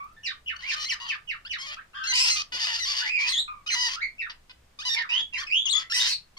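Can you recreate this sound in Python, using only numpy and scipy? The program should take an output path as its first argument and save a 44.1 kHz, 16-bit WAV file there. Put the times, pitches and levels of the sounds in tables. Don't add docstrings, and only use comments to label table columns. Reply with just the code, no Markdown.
import sys
import numpy as np
from scipy import signal
from scipy.fft import rfft, irfft, next_fast_len
from scipy.io import wavfile
from scipy.ndimage import map_coordinates

SR = 44100
rng = np.random.default_rng(int(sys.argv[2]) if len(sys.argv) > 2 else 0)


def bounce(signal):
    frames = np.transpose(np.atleast_2d(signal))
    limited = np.clip(frames, -1, 1)
    pcm = np.round(limited * 32767).astype(np.int16)
    wavfile.write(sys.argv[1], SR, pcm)


def makeup_ratio(level_db):
    decades = np.asarray(level_db, float) / 20
    return 10 ** decades


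N = 281358


def unit(x):
    return x / np.sqrt(np.mean(x ** 2) + 1e-20)


def along(points, hz):
    f, v = np.transpose(points)
    return np.interp(np.log(hz + 1), np.log(f + 1), v)


def wobble(n, rate_hz):
    return map_coordinates(rng.standard_normal(1000), [np.arange(n) * rate_hz / SR])


def room_noise(spectrum, db):
    # frequency in Hz, left-right likeness 0-1.
    alike = [(30, .9985), (90, .993), (180, .84), (400, .1)]
    m = next_fast_len(N + 8192)
    hz = np.fft.rfftfreq(m, 1 / SR)
    turn = np.arccos(np.clip(along(alike, hz), -1, 1)) / 2
    spectra = rfft(rng.standard_normal((2, m))) * makeup_ratio(along(spectrum, hz))
    mid, side = irfft(spectra * [np.cos(turn), np.sin(turn)])[:, :N]
    return makeup_ratio(db) * unit(np.array([mid + side, mid - side]))


def played(rows, rise, fall):
    s, *cols = np.transpose(rows)
    s = np.where(np.diff(s, prepend=-1) < .009, np.roll(s, 1) + .0004, s)
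    end = s[-1] + fall
    t = np.arange(round(s[0] * SR), round(end * SR)) / SR
    gate = np.clip(np.minimum((t - s[0]) / rise, (end - t) / fall), 0, 1)
    return round(s[0] * SR), [np.interp(t, s, c) for c in cols], gate


def add(mix, start, x, cage_db, room_db, pan_db, lead):
    # frequency in Hz, time to fall 60 dB in seconds.
    ring = [(2000, 0.2), (5500, 0.17), (12000, 0.14)]
    hz, t, z = signal.stft(rng.standard_normal((2, SR // 4)), SR, nperseg=256)
    tail = signal.istft(z * makeup_ratio(-60 * t / along(ring, hz)[:, None]), SR, nperseg=256)[1]
    cage = rng.standard_normal((2, 600)) * makeup_ratio(-60 * np.arange(600) / SR / .015)
    paths = makeup_ratio(room_db) * np.pad(tail / np.linalg.norm(tail[0]), ((0, 0), (150, 0)))
    paths[:, 60:660] += makeup_ratio(cage_db) * cage / np.linalg.norm(cage[0])
    paths[[0, 1], [40, 40 + int(lead)]] = 1
    heard = signal.fftconvolve(x[None], paths, axes=1)[:, 40:][:, :N - start]
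    mix[:, start:start + heard.shape[1]] += heard * makeup_ratio([[pan_db / 2], [-pan_db / 2]])


def squeal_calls():
    # start in seconds, length in seconds, first Hz, last Hz, level in dB.
    peeps = [
        (0, 0.14, 1125, 1337, -42.5),
        (.165, 0.074, 1783, 1820, -52),
        (1.768, 0.054, 1136, 2300, -37.5),
        (3.478, 0.16, 1234, 1126, -39),
        (5.467, 0.044, 2630, 2340, -32),
    ]
    # start in seconds, top in Hz, level in dB, hold in seconds, knee overtones in dB.
    chirps = [(0.232, 2844, -34, .015, 3.5), (0.46, 2948, -31.5, 0.00061, -16),
              (0.673, 2758, -31, 0.0014, 0), (0.874, 3070, -32.5, 0.0054, -11),
              (1.074, 3055, -29.5, 0.0058, -11.5), (1.272, 2926, -32, 0.0011, -13),
              (1.493, 2937, -32, 0.0056, -4), (3.668, 2990, -31, 0.0008, -8.5),
              (4.181, 2630, -32, 0.02, -15), (4.945, 2346, -29.5, .03, -10.5),
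              (5.325, 2725, -31, 0.025, -23)]
    # start in seconds, length in seconds, first Hz, last Hz, level in dB.
    climbs = [
        (5.09, .135, 2300, 3380, -23.5),
        (5.5, 0.12, 2160, 3420, -22),
        (.62, 0.064, 1700, 2430, -37),
        (1.94, .11, 1060, 1310, -42.5),
        (5.715, 0.11, 1070, 1340, -43.5),
        (1.0, 0.084, 1030, 1130, -45),
        (2.27, .16, 1470, 1170, -45.5),
        (5.8, 0.061, 1400, 2070, -45.5),
    ]
    # start in seconds, length in seconds, first Hz, last Hz, level in dB.
    squawks = [
        (2.135, 0.22, 2410, 2677, -31),
        (2.28, .05, 2350, 2134, -41),
        (5.94, 0.09, 2582, 3054, -34),
        (6.07, 0.074, 3200, 2400, -38.5),
    ]
    # rows of share of length, share of glide, level in dB, overtones in dB; then roughness 0-1, left-right dB.
    peep_shape = ([(0, 0, -1, -5.5), (.35, .4, -3, -18.5), (1, 1, -28, -14)], (0.21, -1.5))
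    climb_shape = ([(0, 0.096, -9, -9), (.3, 0.51, -0.4, -23), (.7, 0.94, -0.5, -23.5), (1, 1, -9, -27)],
                    (0.15, -2.2))
    squawk_shape = ([(0, 0, -6, 7.8), (.35, 0.52, -2, 6.5), (.75, 1, -6, 5.5), (1, 0.93, -16.5, 7.5)],
                     (.48, -1))
    # overtones in dB, roughness 0-1, left-right dB; then rows of seconds, pitch in Hz, level in dB.
    screams = [
        ((-18.5, 0.3, -2), [(3.005, 1378, -37.5), (3.05, 1860, -33.5), (3.1, 2497, -29.5), (3.13, 2538, -28), (3.2, 2252, -27), (3.27, 2620, -32.5)]),
        ((-14, 0.27, -.6), [(3.287, 4210, -25.5), (3.325, 3910, -32), (3.337, 3320, -25.5), (3.37, 3390, -28.5), (3.395, 3933, -21.5), (3.44, 3850, -61)]),
        ((-11, 0.067, 5.8), [(5.655, 3490, -19), (5.68, 2820, -25), (5.695, 3450, -22), (5.715, 4373, -21.5), (5.73, 3432, -19), (5.78, 3460, -19)]),
        ((-18, 0.19, 2.1), [(6.0, 3700, -20.5), (6.03, 3805, -27.5), (6.06, 3800, -31)]),
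        ((-22, 0.44, 2), [(6.06, 4164, -30), (6.1, 4392, -32), (6.14, 4160, -26)]),
        ((-4.5, 0.39, 1.4), [(1.933, 1380, -49), (1.955, 1610, -40.5), (2.11, 1590, -40)]),
        ((-13, 0.24, -1.7), [(3.96, 1230, -37), (4.0, 1596, -47), (4.02, 2175, -25), (4.07, 2150, -40), (4.13, 2380, -75)]),
    ]
    calls = []
    perch_s, drop_s, slide_s, knee_hz, foot_hz = 0.019, 0.026, .031, 1898, 1160
    corner_db = np.array([-12.5, 2, -1, -5.5, -12.5])
    corner_over_db = np.array([-17.5, -10.5, 1.9, -5, -12])
    for s, top_hz, db, hold, over_db in chirps:
        times = s + np.cumsum([0, perch_s, drop_s, .01 + abs(hold), slide_s - .01])
        hz = [top_hz, top_hz, knee_hz, 0.93 * knee_hz, foot_hz]
        rows = np.transpose([times, hz, db + corner_db, over_db + corner_over_db])
        calls.append((rows, (.22, -1.5)))
    for table, (shape, mood) in [(climbs, climb_shape), (peeps, peep_shape), (squawks, squawk_shape)]:
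        for s, long, first_hz, last_hz, db in table:
            glide_hz = last_hz - first_hz
            rows = [(s + u * long, first_hz + g * glide_hz, db + d, over) for u, g, d, over in shape]
            calls.append((rows, mood))
    for (over_db, *mood), rows in screams:
        calls.append(([(*row, over_db) for row in rows], mood))
    return calls


def squeals():
    mix = np.zeros((2, N))
    for rows, (rough, pan_db) in squeal_calls():
        start, (hz, db, over_db), gate = played(rows, rise=0.0013, fall=0.011)
        n = len(hz)
        unsteady = 1 + 0.0114 * wobble(n, 89.63) + 0.135 * rough * wobble(n, 900)
        turn = 2 * np.pi * np.cumsum(hz * unsteady) / SR
        voice = np.sin(turn)
        for k in range(2, 7):
            overtone = makeup_ratio(over_db - (27 - 36 * rough) * (k - 2)) * np.sin(k * turn)
            voice += overtone * (k * hz < SR / 2.2)
        flutter = makeup_ratio(9.5 * rough * np.clip(wobble(n, 350), -3, 1.6))
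        close = pan_db > 3
        add(mix, start, voice * flutter * makeup_ratio(db - 1.5) * gate, cage_db=-3,
            room_db=-7 if close else 3, pan_db=pan_db, lead=9 if close else 25)
    return mix


def claw_ticks():
    # time in seconds, peak level in dB.
    taps = [
        (0.0428, -45),
        (0.1347, -54.5),
        (0.4394, -65),
    ]
    mix, t = np.zeros((2, N)), np.arange(4400) / SR
    for s, db in taps:
        click = np.diff(rng.standard_normal(len(t) + 1)) * makeup_ratio(db + 1.5 - 60 * t / 0.002)
        add(mix, round(s * SR), click, cage_db=-8.5, room_db=-21.0, pan_db=-4.0, lead=3)
    return mix


def rasp_calls():
    # start in seconds, length in seconds, pulse rate in Hz, level in dB, final roughness 0-1.
    chest = [(0.763, .088, 612.4, -31.5, .6), (0.922, 0.022, 1022, -31.5, 0.44),
             (0.999, .099, 923, -35.5, 0.8), (1.584, .082, 1046, -34.5, 0.54),
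             (1.671, 0.076, 616, -33, 0.74), (2.125, .177, 982.4, -26.5, 0.89),
             (2.52, .048, 484.5, -28.5, 0.11), (2.857, .147, 1072, -28.5, 1.06),
             (3.756, .13, 974.7, -25.5, 0.38), (4.494, 0.022, 508, -43, 0), (4.852, .04, 980.5, -28, 0.14),
             (4.958, 0.066, 934, -33.5, 1), (5.093, 0.055, 970, -37, .7), (5.334, .04, 998, -36.5, 0.19),
             (5.729, .103, 1056, -34.5, 1), (5.967, 0.1, 957, -25.5, 0.87)]
    # start in seconds, length in seconds, pulse rate in Hz, opening dB, change in dB.
    chaos = [(.607, 0.14, 1018, -40, 9.5), (1.1, .065, 1090, -36.5, -13), (2.57, .078, 952.5, -30.5, 3.8),
             (2.668, .099, 962.4, -27, -0.5), (3.0, 0.095, 936, -28.5, -3.5), (3.188, 0.086, 995, -35, 5),
             (3.28, 0.042, 1015, -25.5, -7), (2.36, 0.061, 1231, -27.5, -3.5), (2.77, .027, 1348, -35, 5),
             (3.352, .045, 1919, -36.5, -9), (3.885, .072, 1083, -28.5, -3.5),
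             (4.296, 0.025, 997.5, -34.5, -10), (5.153, 0.064, 970, -32.5, -8),
             (5.652, 0.052, 1192, -42, -4), (6.078, 0.057, 1019, -27, -13)]
    # start in seconds, length in seconds, pulse rate in Hz, opening dB, change in dB.
    head = [
        (2.095, .028, 2070, -25, 2.5),
        (2.305, 0.053, 2074, -21.5, -8.5),
        (3.32, 0.026, 1996, -26.5, -8),
        (3.718, .032, 2036, -24, 4.5),
        (4.895, 0.057, 1830, -26, 2.3),
        (5.937, .026, 1983, -27, 5.5),
    ]
    # start in seconds, length in seconds, pulse rate in Hz, opening dB, change in dB.
    openers = [
        (.558, 0.0091, 1497, -48, 13),
        (.59, .015, 1512, -41, -7),
        (2.037, .034, 1361, -31.5, -1),
        (2.65, .016, 1256, -25.5, 1),
        (3.662, 0.017, 1259, -32, 4.5),
        (3.682, .021, 1478, -35.5, 0),
        (4.788, .025, 1225, -31.5, -1),
        (5.898, 0.024, 1343, -33, 8.5),
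        (6.367, 0.011, 1079, -45.5, 9.5),
    ]
    # start in seconds, length in seconds, first Hz, last Hz, level in dB.
    swoops = [(0.851, 0.032, 1994, 2220, -31), (0.882, 0.016, 2220, 2950, -33),
              (0.898, .024, 2985, 1950, -28.5), (1.449, 0.03, 1320, 1824, -36),
              (2.074, 0.023, 2025, 2152, -29), (2.8, 0.051, 2054, 1872, -27),
              (3.702, 0.013, 1947, 2068, -27.5), (4.815, .036, 1334, 2092, -36),
              (5.385, .035, 1073, 1194, -32), (5.42, 0.021, 1194, 1028, -34),
              (5.925, .012, 1698, 1920, -24.5)]
    notes = []
    for s, long, hz, db, rough in chest:
        notes.append((s, long, hz, db, 0, .45 * rough, rough, -.025))
    for table, rough, glide in [(chaos, .76, -.02), (head, .24, -.02), (openers, .2, .03)]:
        notes += [(*row, rough, rough, glide) for row in table]
    for s, long, a, b, db in swoops:
        notes.append((s, long, (a + b) / 2, db, 0, .24, .24, 2 * (b - a) / (a + b)))
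    calls = []
    for s, long, hz, db, change_db, first, last, glide in sorted(notes):
        if not calls or s - calls[-1][-1][0] > .012:
            calls.append([])
        opening = (s, hz * (1 - glide / 2), db, first)
        closing = (s + long, hz * (1 + glide / 2), db + change_db, last)
        calls[-1] += [opening, closing]
    return calls


def causal(points):
    cep = irfft(np.log(makeup_ratio(along(points, np.fft.rfftfreq(2048, 1 / SR)))))
    cep[1:1024] *= 2
    cep[1025:] = 0
    return irfft(np.exp(rfft(cep)))[:1024]


def rasps():
    # frequency in Hz, gain in dB.
    throat_gain = [(420, -46), (650, -25), (1000, -18), (1900, -8), (2400, -10), (2900, -2), (3800, -8),
                   (4900, 0), (5600, -7), (6300, -10), (7400, -23), (10600, -37), (13000, -35),
                   (15600, -48)]
    # frequency in Hz, gain in dB.
    soft_gain = [(1000, 0.5), (3000, -4), (5000, -8), (11000, -40.5)]
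    mix, throat, soft = np.zeros((2, N)), causal(throat_gain), causal(soft_gain)
    taps = np.arange(-8, 9)
    for rows in rasp_calls():
        start, (hz, db, rough), gate = played(rows, rise=.0015, fall=.003)
        n = len(hz)
        wander = .012 * wobble(n, 110) + .06 * rough * wobble(n, 35) + .035 * rough * wobble(n, 300)
        cycles = np.cumsum(hz * (1 + wander)) / SR
        when = np.interp(np.arange(int(cycles[-1])), cycles, np.arange(n))
        at = when.astype(int)
        chance = rng.standard_normal((2500, 2))[:len(when)]
        scatter = (.011 + .11 * rough[at] ** 3) * chance[:, 0] * SR / hz[at]
        when = np.clip(when + 20 + scatter, 9, n)
        size = makeup_ratio((.4 + 3.5 * rough[at]) * chance[:, 1]) / np.sqrt(hz[at])
        size *= 1 + 0.27 * rough[at] * (-1) ** np.arange(len(when))
        spot = when.astype(int)[:, None] + taps
        shape = np.sinc(spot - when[:, None]) * np.hanning(19)[1:-1] * size[:, None]
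        puffs = np.bincount(spot.ravel(), shape.ravel(), n + 40)[20:n + 20]
        loud = signal.fftconvolve(puffs, throat)[:n]
        dull = signal.fftconvolve(loud, soft)[:n]
        effort = np.clip((db + 46.5) / 22 + 0.24 * wobble(n, 30.3), 0, 1)
        voice = effort * unit(loud) + (1 - effort) * unit(dull)
        add(mix, start, voice * makeup_ratio(db - 1.5) * gate, cage_db=-2, room_db=-8, pan_db=1, lead=9)
    return mix


def wing_flaps():
    # time in seconds, level in dB, pitch of the puff in Hz.
    beats = [
        (2.55, -49.5, 342),
        (3.399, -52.5, 268),
        (5.219, -56, 183),
    ]
    mix, n = np.zeros((2, N)), 4400
    for s, db, hz in beats:
        band = signal.butter(1, [hz * 0.617, hz * 3.1], "bandpass", fs=SR)
        puff = unit(signal.lfilter(*band, rng.standard_normal((2, n)))) * np.hanning(n)
        mix[:, round((s - .05) * SR):][:, :n] += makeup_ratio(db) * puff
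    return mix


def scene():
    # frequency in Hz, level in dB per Hz.
    hiss = [(60, -33), (100, -0.5), (300, -10.5), (700, -11.5), (1700, -13.5), (4000, -18.5), (9000, -25),
            (15600, -45)]
    # frequency in Hz, level in dB per Hz.
    rumble = [(10, -4), (22, 6.5), (32, -14), (50, -16.5), (66, 5), (80, -22.5), (110, -40.5)]
    room = room_noise(hiss, db=-63.5) + room_noise(rumble, db=-61.0)
    return room + squeals() + claw_ticks() + rasps() + wing_flaps()


def low_pass(x):
    return signal.sosfilt(signal.butter(12, 15700, fs=SR, output="sos"), x)


def record(dry):
    band = signal.cheby2(12, 50, 16250, fs=SR, output="sos")
    return low_pass(signal.sosfiltfilt(band, dry))


dry = scene()
out = record(dry)
bounce(out)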